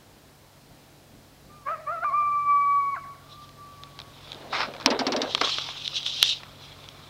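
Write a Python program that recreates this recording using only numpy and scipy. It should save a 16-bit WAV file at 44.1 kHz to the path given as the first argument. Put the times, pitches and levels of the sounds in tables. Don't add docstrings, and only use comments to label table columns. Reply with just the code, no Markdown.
import sys
import numpy as np
from scipy import signal
from scipy.fft import rfft, irfft, next_fast_len
from scipy.io import wavfile
from scipy.ndimage import uniform_filter1d, map_coordinates

SR = 44100
rng = np.random.default_rng(int(sys.argv[2]) if len(sys.argv) > 2 else 0)


def dump_mix(stems):
    frames = np.atleast_2d(stems).T
    limited = np.clip(frames, -1, 1)
    pcm = np.round(limited * 32767).astype(np.int16)
    wavfile.write(sys.argv[1], SR, pcm)


N = 312943


# f/Hz, level/dB
THROAT = [(500, -18.5), (700, -6.5), (900, -21), (1100, -2), (1380, 0), (1550, -5.5), (1750, -18),
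          (2000, -21.5), (2390, -22.5), (2750, -35), (3450, -59.5), (4200, -38), (4600, -53.5),
          (5500, -55.5), (7000, -92)]
# f/Hz, level/dB
RASP_SPECTRUM = [(350, -29.5), (600, -10.5), (900, -5.5), (1250, 3.5), (1700, -5.5), (2100, -11.5),
                 (2450, -16), (2950, -19.5), (3600, -29), (7000, -42.5)]
# t/s, length/s, start f/Hz, top f/Hz, end f/Hz, level/dB, rasp re tone/dB
YIPS = [(1.505, .13, 1185, 1209, 1160, -50, -15), (1.669, .078, 548, 668.7, 625, -28, -22.5),
        (1.875, .115, 566.7, 697, 636, -30, -31)]
RASP_OCTAVES_PER_S, RASP_MOST_DB = 3, 20


def coyote(yip_jitter=0.00907, howl_jitter=0.00096, shimmer_db=1.5, count=7):
    calls = [yip(*row) for row in YIPS] + [howl()]
    pitches, levels, rasps_db = np.stack(calls, axis=1)
    strongest = levels.argmax(axis=0), np.arange(N)
    pitch, effort_db = pitches[strongest], levels[strongest]
    low_register = np.clip((1100 - pitch) / 400, 0, 1)
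    glide = np.abs(np.gradient(np.log2(pitch))) * SR
    roughening = np.minimum(1 + (glide / RASP_OCTAVES_PER_S) ** 2, amp(RASP_MOST_DB))
    harshness = amp(rasps_db[strongest]) * roughening
    pitch = pitch * (1 + (howl_jitter + yip_jitter * low_register) * wobble(170))
    phase = 2 * np.pi * np.cumsum(pitch) / SR
    tone = np.zeros(N)
    for k in range(1, count + 1):
        shimmer = shimmer_db * min(k - .7, 1.5) * wobble(21.95)
        tone += np.sqrt(2) * amp(along(THROAT, k * pitch) + shimmer) * np.sin(k * phase)
    breath = coloured(rng.standard_normal(N), RASP_SPECTRUM)
    rasp = unit(breath * (2 + np.cos(phase)))
    return amp(effort_db) * (tone + harshness * rasp)


YIP_TOP_S, YIP_ROUND_S = .056, 0.015
YIP_ATTACK_S, YIP_RELEASE_S, YIP_SAG_DB_PER_S = .015, .022, 25


def yip(s, length, start_hz, top_hz, end_hz, db, rasp_db):
    arch = curve([(s, start_hz), (s + min(YIP_TOP_S, length), top_hz), (s + length, end_hz)])
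    pitch = uniform_filter1d(arch, int(YIP_ROUND_S * SR))
    level = db + envelope(s, length, YIP_ATTACK_S, YIP_RELEASE_S, YIP_SAG_DB_PER_S)
    return pitch, level, np.full(N, rasp_db)


BREAK_S, DROP_S, BREAK_TAKES_S, DROP_TAKES_S = 2.044, 2.96, .002, .012
HOWL_HZ, SAG_HZ_PER_S = 1191, 80
LOW_HZ, SCOOP_HZ, SCOOP_S = 641, 110, .016
HOWL_DB, HOWL_ATTACK_S, HOWL_HOLD_S, HOWL_RELEASE_S = -21, 0.033, 0.91, 0.033
TIRING_DB, TIRING_POWER = 5, 7.5
LOW_RASP_DB, HIGH_RASP_DB = -33, -43.5
REBOUND_SHARE, REBOUND_AFTER_S = .11, .078
# t/s, half width/s, pitch dip f/Hz, level dip/dB
DIPS = [(2.111, .022, 123.5, 9.5), (2.434, 0.035, -0.5, 9)]


def howl(wander=.002):
    t = np.arange(N) / SR
    age = t - BREAK_S
    high = (1 + np.tanh(age / BREAK_TAKES_S)) * (1 - np.tanh((t - DROP_S) / DROP_TAKES_S)) / 4
    low_hz = LOW_HZ + SCOOP_HZ * np.exp(-np.abs(age) / SCOOP_S)
    high_hz = (HOWL_HZ - SAG_HZ_PER_S * age) * (1 + wander * wobble(14))
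    level = HOWL_DB + envelope(BREAK_S, HOWL_HOLD_S, HOWL_ATTACK_S, HOWL_RELEASE_S)
    level = level - TIRING_DB * np.clip(age / HOWL_HOLD_S, 0, 1) ** TIRING_POWER
    for s, width, dip_hz, dip_db in DIPS:
        dip = np.exp(-((t - s) / width) ** 2)
        rebound = REBOUND_SHARE * np.exp(-((t - s - REBOUND_AFTER_S) / width) ** 2)
        high_hz = high_hz - dip_hz * (dip - rebound)
        level = level - dip_db * (dip - rebound)
    pitch = low_hz + high * (high_hz - low_hz)
    rasp_db = LOW_RASP_DB + high * (HIGH_RASP_DB - LOW_RASP_DB)
    return pitch, level, rasp_db


# delay t/s, spread/s, level re call/dB, fullness of the echo (0-1)
ECHOES = [(0.013, 0.024, -12, 0.4), (.085, .06, -18, 1), (.19, .12, -20, 0.96), (1.19, .1, -30.5, 0),
          (1.24, .08, -30.5, 0.01)]
# f/Hz, level/dB
FULL_ECHO_SPECTRUM = [(400, -2), (700, 8.5), (1100, -3), (1400, -8.5), (1800, 7), (2300, 4.5), (3500, -3)]
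# t/s, level per second of path/(dB/s)
CARRY = [(3.25, -1), (3.65, 3), (4.1, -7.5)]


def landscape(call, absorb_db=14, count=24):
    answer = np.zeros(N)
    for delay, spread, db, fullness in ECHOES:
        slope = np.zeros(SR)
        lag = rng.exponential(spread, count).clip(0, .9)
        slope[(lag * SR).astype(int)] = rng.standard_normal(count) * np.exp(-lag / spread)
        slope[0] = 3

        def path(hz):
            absorbed = absorb_db * delay * (hz / 2300) ** 2
            return amp(fullness * along(FULL_ECHO_SPECTRUM, hz) - absorbed)

        echo = filtered(signal.fftconvolve(call, slope)[:N], path)
        carry_db = curve(np.subtract(CARRY, (delay, 0))) + 2.5 * wobble(22.01)
        add(answer, delay, amp(db) * np.std(call) * unit(echo * amp(delay * carry_db)))
    return answer


# f/Hz, level/dB
CRACK = [(80, -33), (300, -13), (1000, -1.5), (2000, -6.5), (3000, -5), (4200, 0.5), (5550, -0.5),
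         (6300, -15.5), (8000, -24.5), (10000, -36), (15000, -46)]
# f/Hz, level/dB
THUMP = [(50, -55), (130, -45), (190, -13), (260, 13), (340, 1), (500, -17), (1200, -68), (5000, -90)]
# f/Hz, level/dB
BODY = [(60, -57), (140, -36.5), (220, -2), (400, 1.5), (650, 1), (1100, -8.5), (1800, -15), (4000, -19),
        (9000, -84)]
# t/s, crack level/dB, crack t60/s, thump level/dB, twang level/dB
KNOCKS = [(4.860, -4.5, 0.017, -18.5, -16), (4.903, -23, 0.063, -22, -18), (4.991, -22, 0.074, -23, -20.5),
          (5.067, -19, 0.045, -21.5, -21), (5.121, -22.5, 0.056, -27.5, -20),
          (5.163, -22.5, 0.045, -25.5, -25.5), (5.217, -19, 0.037, -30, -25),
          (5.412, -21.5, 0.047, -46, -44)]


def mount(lag_cycles=14, twang_t60=0.12, thump_t60=0.089, count=3):
    out = np.zeros(N)
    for s, crack_db, length, thump_db, twang_db in KNOCKS:
        crack = amp(crack_db) * burst(CRACK, length)
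        thump = amp(thump_db) * burst(THUMP, thump_t60, attack=0.0053)
        add(out, s, crack + thump)
        for lag in lag_cycles * rng.uniform(.5, 1.5, count):
            def bend(hz):
                dispersion = np.exp(-2j * np.pi * lag * np.log(hz + 60))
                return dispersion * hz ** 4 / (hz ** 4 + 380 ** 4)

            twang = filtered(burst(BODY, twang_t60), bend)
            add(out, s, amp(twang_db) / np.sqrt(count) * twang)
    return out


# t/s, level/dB, dull body re level/dB
CLICKS = [(3.492, -39, -9), (5.31, -25, -13), (5.3491, -7, -11), (5.3776, -24, -2.5), (5.4135, -24.5, 12.5),
          (5.584, -23.5, 1), (5.688, -32.5, 4.5), (5.8597, -27, -30), (5.8782, -16, -33),
          (6.0308, -26, -30), (6.064, -17.5, -19), (6.228, 6.5, -29.5), (6.433, -44.5, 12),
          (6.888, -24.5, -24)]
# f/Hz, level/dB, t60/s
RING = [(3418, -1.5, 0.011), (3795, 3.5, 0.0051), (3040, -44, 0.011), (5120, -7, 0.0031)]
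# f/Hz, level/dB
SNAP = [(200, -29), (1500, -28), (3500, 0), (5500, 6.5), (8000, -13.5), (15000, -26)]
# f/Hz, level/dB
PRESSED = [(100, -34), (250, -14.5), (650, -5), (900, 0.5), (1200, 4), (1850, -6.5), (2400, -1),
           (3000, -13), (3600, -9.5), (5300, -11.5), (6500, -33.5), (8000, -36.5), (11000, -46.5),
           (16000, -53.5)]


def clicks(snap_db=-9, attack=0.00019, detune=0.06):
    out, t = np.zeros(N), np.arange(SR // 4) / SR
    for s, db, body_db in CLICKS + stutters() + ticks():
        ring = np.zeros(len(t))
        for hz, level, t60 in RING:
            strength = amp(level + rng.normal(0, 2.5))
            decay = np.exp(-np.log(1000) * t / t60)
            ring += strength * decay * np.sin(2 * np.pi * hz * rng.normal(1, detune) * t)
        ring *= 1 - np.exp(-(t / attack) ** 2)
        snap = amp(snap_db) * burst(SNAP, t60=0.0045)
        body = amp(body_db) * burst(PRESSED, t60=0.021)
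        add(out, s, amp(db) * (ring + snap + body))
    return out


STUTTER_GAP_S, STUTTER_SLOWING, STUTTER_LOSS_DB = .011, 1.3, 2.5
# t/s, first level/dB, dull body re level/dB
STUTTERS = [(3.99, -28, -8.5), (4.319, -27.5, -10.5), (4.738, -36.5, 3), (4.8, -30, -4.5)]


def stutters(count=3):
    return [(s + STUTTER_GAP_S * k ** STUTTER_SLOWING, db - k * STUTTER_LOSS_DB, body_db)
            for s, db, body_db in STUTTERS for k in range(count)]


TICKS_FROM_S, TICK_DB, TICK_SCATTER_DB, TICK_BODY_DB = 3.7, -39, 3.5, -5


def ticks(count=12):
    return [(rng.uniform(TICKS_FROM_S, N / SR), rng.normal(TICK_DB, TICK_SCATTER_DB), TICK_BODY_DB)
            for _ in range(count)]


# f/Hz, level/dB
SHELL = [(200, -37), (600, -29), (1150, -29), (1900, -22.5), (2300, -16.5), (2600, -7.5), (3500, 2.5),
         (4000, 1), (4500, -8), (5600, -10.5), (6500, -19.5), (8000, -30), (10000, -41), (15000, -58)]
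# peak t/s, level/dB, rise per 20 dB/s, fall per 20 dB/s
RUBS = [(3.33, -52, 0.11, .08), (3.44, -52, .08, 0.068), (4.31, -49.5, .25, 0.17), (4.565, -33, 0.064, .11),
        (5.34, -35.5, 0.21, .08), (5.45, -25.5, 0.09, 0.47), (5.862, -31.5, 0.042, 0.039),
        (5.972, -27, .08, 0.07), (6.07, -28.5, 0.035, 0.21), (6.295, -21.5, 0.23, 0.077),
        (6.64, -47, 0.071, 0.25)]
# t/s, length/s, level/dB
DRAGS = [(4.53, 0.12, -25.5), (4.8, 0.037, -45.5), (5.415, 0.078, -30.5), (5.522, 0.25, -42)]
# peak t/s, level/dB, rise per 20 dB/s, fall per 20 dB/s
SHUFFLES = [(4.48, -43, 0.31, 0.28), (4.69, -40, 0.28, 0.11), (4.94, -28.5, 0.11, 0.13),
            (5.23, -31, .55, 0.2), (5.42, -31, 0.014, 0.087)]
DRAG_BITE_S, DRAG_RELEASE_S, DRAG_SAG_DB_PER_S = 0.0085, 0.036, 39
GRIP_S, GRIP_RISE_S, GRIP_RUB_DB, GRIP_DRAG_DB, GRIP_SHUFFLE_DB = 4.34, 1.2, -55.5, -54.5, -61
SCRAPE_DB, SCRAPE_AT_DB = -36.5, -22.5


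def hand():
    grip = envelope(GRIP_S, N / SR, GRIP_RISE_S, 1)

    def with_grip(power, db):
        return np.sqrt(power + amp(db + grip) ** 2)

    rub_power = swells(RUBS)
    drag_power = np.zeros(N)
    for s, length, db in DRAGS:
        drag_db = db + envelope(s, length, DRAG_BITE_S, DRAG_RELEASE_S, DRAG_SAG_DB_PER_S)
        drag_power += amp(drag_db) ** 2
    rub = with_grip(rub_power, GRIP_RUB_DB) * friction(
        SHELL, slips_per_s=900, smooth_share=1.8, flutter_db=1.7, patchy_db=2.5)
    drag = with_grip(drag_power, GRIP_DRAG_DB) * friction(
        PRESSED, slips_per_s=1100, smooth_share=0.93, flutter_db=2.5, patchy_db=1.5)
    shuffle = with_grip(swells(SHUFFLES), GRIP_SHUFFLE_DB) * friction(
        BODY, slips_per_s=500, smooth_share=0.97, flutter_db=1.0, patchy_db=3.0)
    scrape = amp(SCRAPE_DB) * rub_power / amp(SCRAPE_AT_DB) ** 2 * friction(
        SNAP, slips_per_s=700, smooth_share=.6, flutter_db=0, patchy_db=2)
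    return rub + scrape + drag + shuffle


def friction(spectrum, slips_per_s, smooth_share, flutter_db, patchy_db):
    slips = unit((rng.random(N) < slips_per_s / SR) * rng.standard_normal(N))
    grain = slips + smooth_share * rng.standard_normal(N)
    fluttering = grain * amp(flutter_db * wobble(90))
    return coloured(patchy(fluttering, patchy_db), spectrum)


# f/Hz, level/dB, half the rate of the phase wobble/Hz
HUM = [(53.6, -69, 7), (96.5, -63.5, 3), (141.4, -60, 0.75), (277, -70, 2), (3930, -75.5, 40),
       (4250, -77, 62), (4980, -78.5, 20)]
# t/s, level/dB
HUM_SWELL = [(0, -4), (3, 2), (4.5, 4), (7.1, 3.5)]
# f/Hz, level/dB
AIR = [(15, -21.5), (40, -3.5), (110, -1.5), (170, -3), (250, -4), (420, -6.5), (680, -5.5), (1200, -13),
       (2600, -17.5), (4500, -17.5), (6000, -22), (8000, -26.5), (15000, -39)]
# t/s, level/dB
AIR_LEVEL = [(0, -55), (3, -55), (4.5, -52.5), (7.1, -53)]
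# peak t/s, level/dB
STIRS = [(.72, -52), (1.16, -52), (1.488, -52.5)]
STIR_RISE_S, STIR_FALL_S = .14, 0.15


def background(hiss_db=-62, drift_db=1):
    t = np.arange(N) / SR
    hum = np.zeros(N)
    for hz, db, width in HUM:
        hum += amp(db) * np.sqrt(2) * np.sin(2 * np.pi * hz * t + 0.81 * wobble(2 * width))
    air = amp(curve(AIR_LEVEL)) * coloured(patchy(rng.standard_normal(N), drift_db), AIR)
    stirring = np.sqrt(swells([(s, db, STIR_RISE_S, STIR_FALL_S) for s, db in STIRS]))
    stir_spectrum = [(30, -11.0), (120, -5), (220, -1.0), (400, -13.5), (2000, -50.5)]
    stir = stirring * coloured(rng.standard_normal(N), stir_spectrum)
    hiss = amp(hiss_db) * coloured(rng.standard_normal(N), [(6000, -8.5), (16000, -9.5)])
    return amp(curve(HUM_SWELL)) * hum + air + stir + hiss


def amp(db):
    return 10 ** (np.asarray(db) / 20)


def unit(x):
    return x / np.sqrt(np.mean(x ** 2) + 1e-20)


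def along(points, hz):
    f, v = np.transpose(points)
    return np.interp(np.log(hz + 1), np.log(f + 1), v)


def curve(rows):
    return np.interp(np.arange(N) / SR, *np.transpose(rows))


def wobble(rate, size=32):
    steps = np.arange(0, N + size, size)
    knots = rng.standard_normal(int(N * rate / SR) + 4)
    return np.interp(np.arange(N), steps, map_coordinates(knots, [steps * rate / SR]))


def filtered(x, response):
    m = next_fast_len(len(x) + SR // 4)
    return irfft(rfft(x, m) * response(np.fft.rfftfreq(m, 1 / SR)), m)[:len(x)]


def coloured(x, spectrum):
    return unit(filtered(x, lambda hz: amp(along(spectrum, hz))))


def burst(spectrum, t60, attack=0.00032):
    t = np.arange(SR // 4) / SR
    fade = np.exp(-np.log(1000) * t / t60)
    noise = coloured(rng.standard_normal(len(t)), spectrum)
    puff = noise * fade * (1 - np.exp(-(t / attack) ** 2))
    return puff * np.linalg.norm(fade) / np.linalg.norm(puff)


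def add(track, s, sound):
    part = track[round(s * SR):][:len(sound)]
    part += sound[:len(part)]


def patchy(x, depth_db):
    z = signal.stft(x, nperseg=512)[2]
    field = uniform_filter1d(rng.standard_normal(z.shape), size=4, axis=0)
    field = uniform_filter1d(field, size=8, axis=1)
    return unit(signal.istft(z * amp(depth_db * unit(field)), nperseg=512)[1][:len(x)])


def envelope(s, hold, rise, fall, sag_db=0):
    t = np.arange(N) / SR - s
    slopes = np.minimum(t, 0) / rise - np.maximum(t - hold, 0) / fall
    return np.maximum(20 * slopes - sag_db * np.clip(t, 0, hold), -200)


def swells(rows):
    return sum(amp(db + envelope(s, 0, rise, fall)) ** 2 for s, db, rise, fall in rows)


def scene():
    call = coyote()
    handling = mount() + clicks() + hand()
    return (call + landscape(call) + handling + background())[None]


TOP_HZ = 15830


def record(dry):
    clipped = np.clip(dry[0], -1, 1)
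    return filtered(clipped, lambda hz: np.clip((TOP_HZ - hz) / 400 + .5, 0, 1))[None]


dry = scene()
out = record(dry)
dump_mix(out)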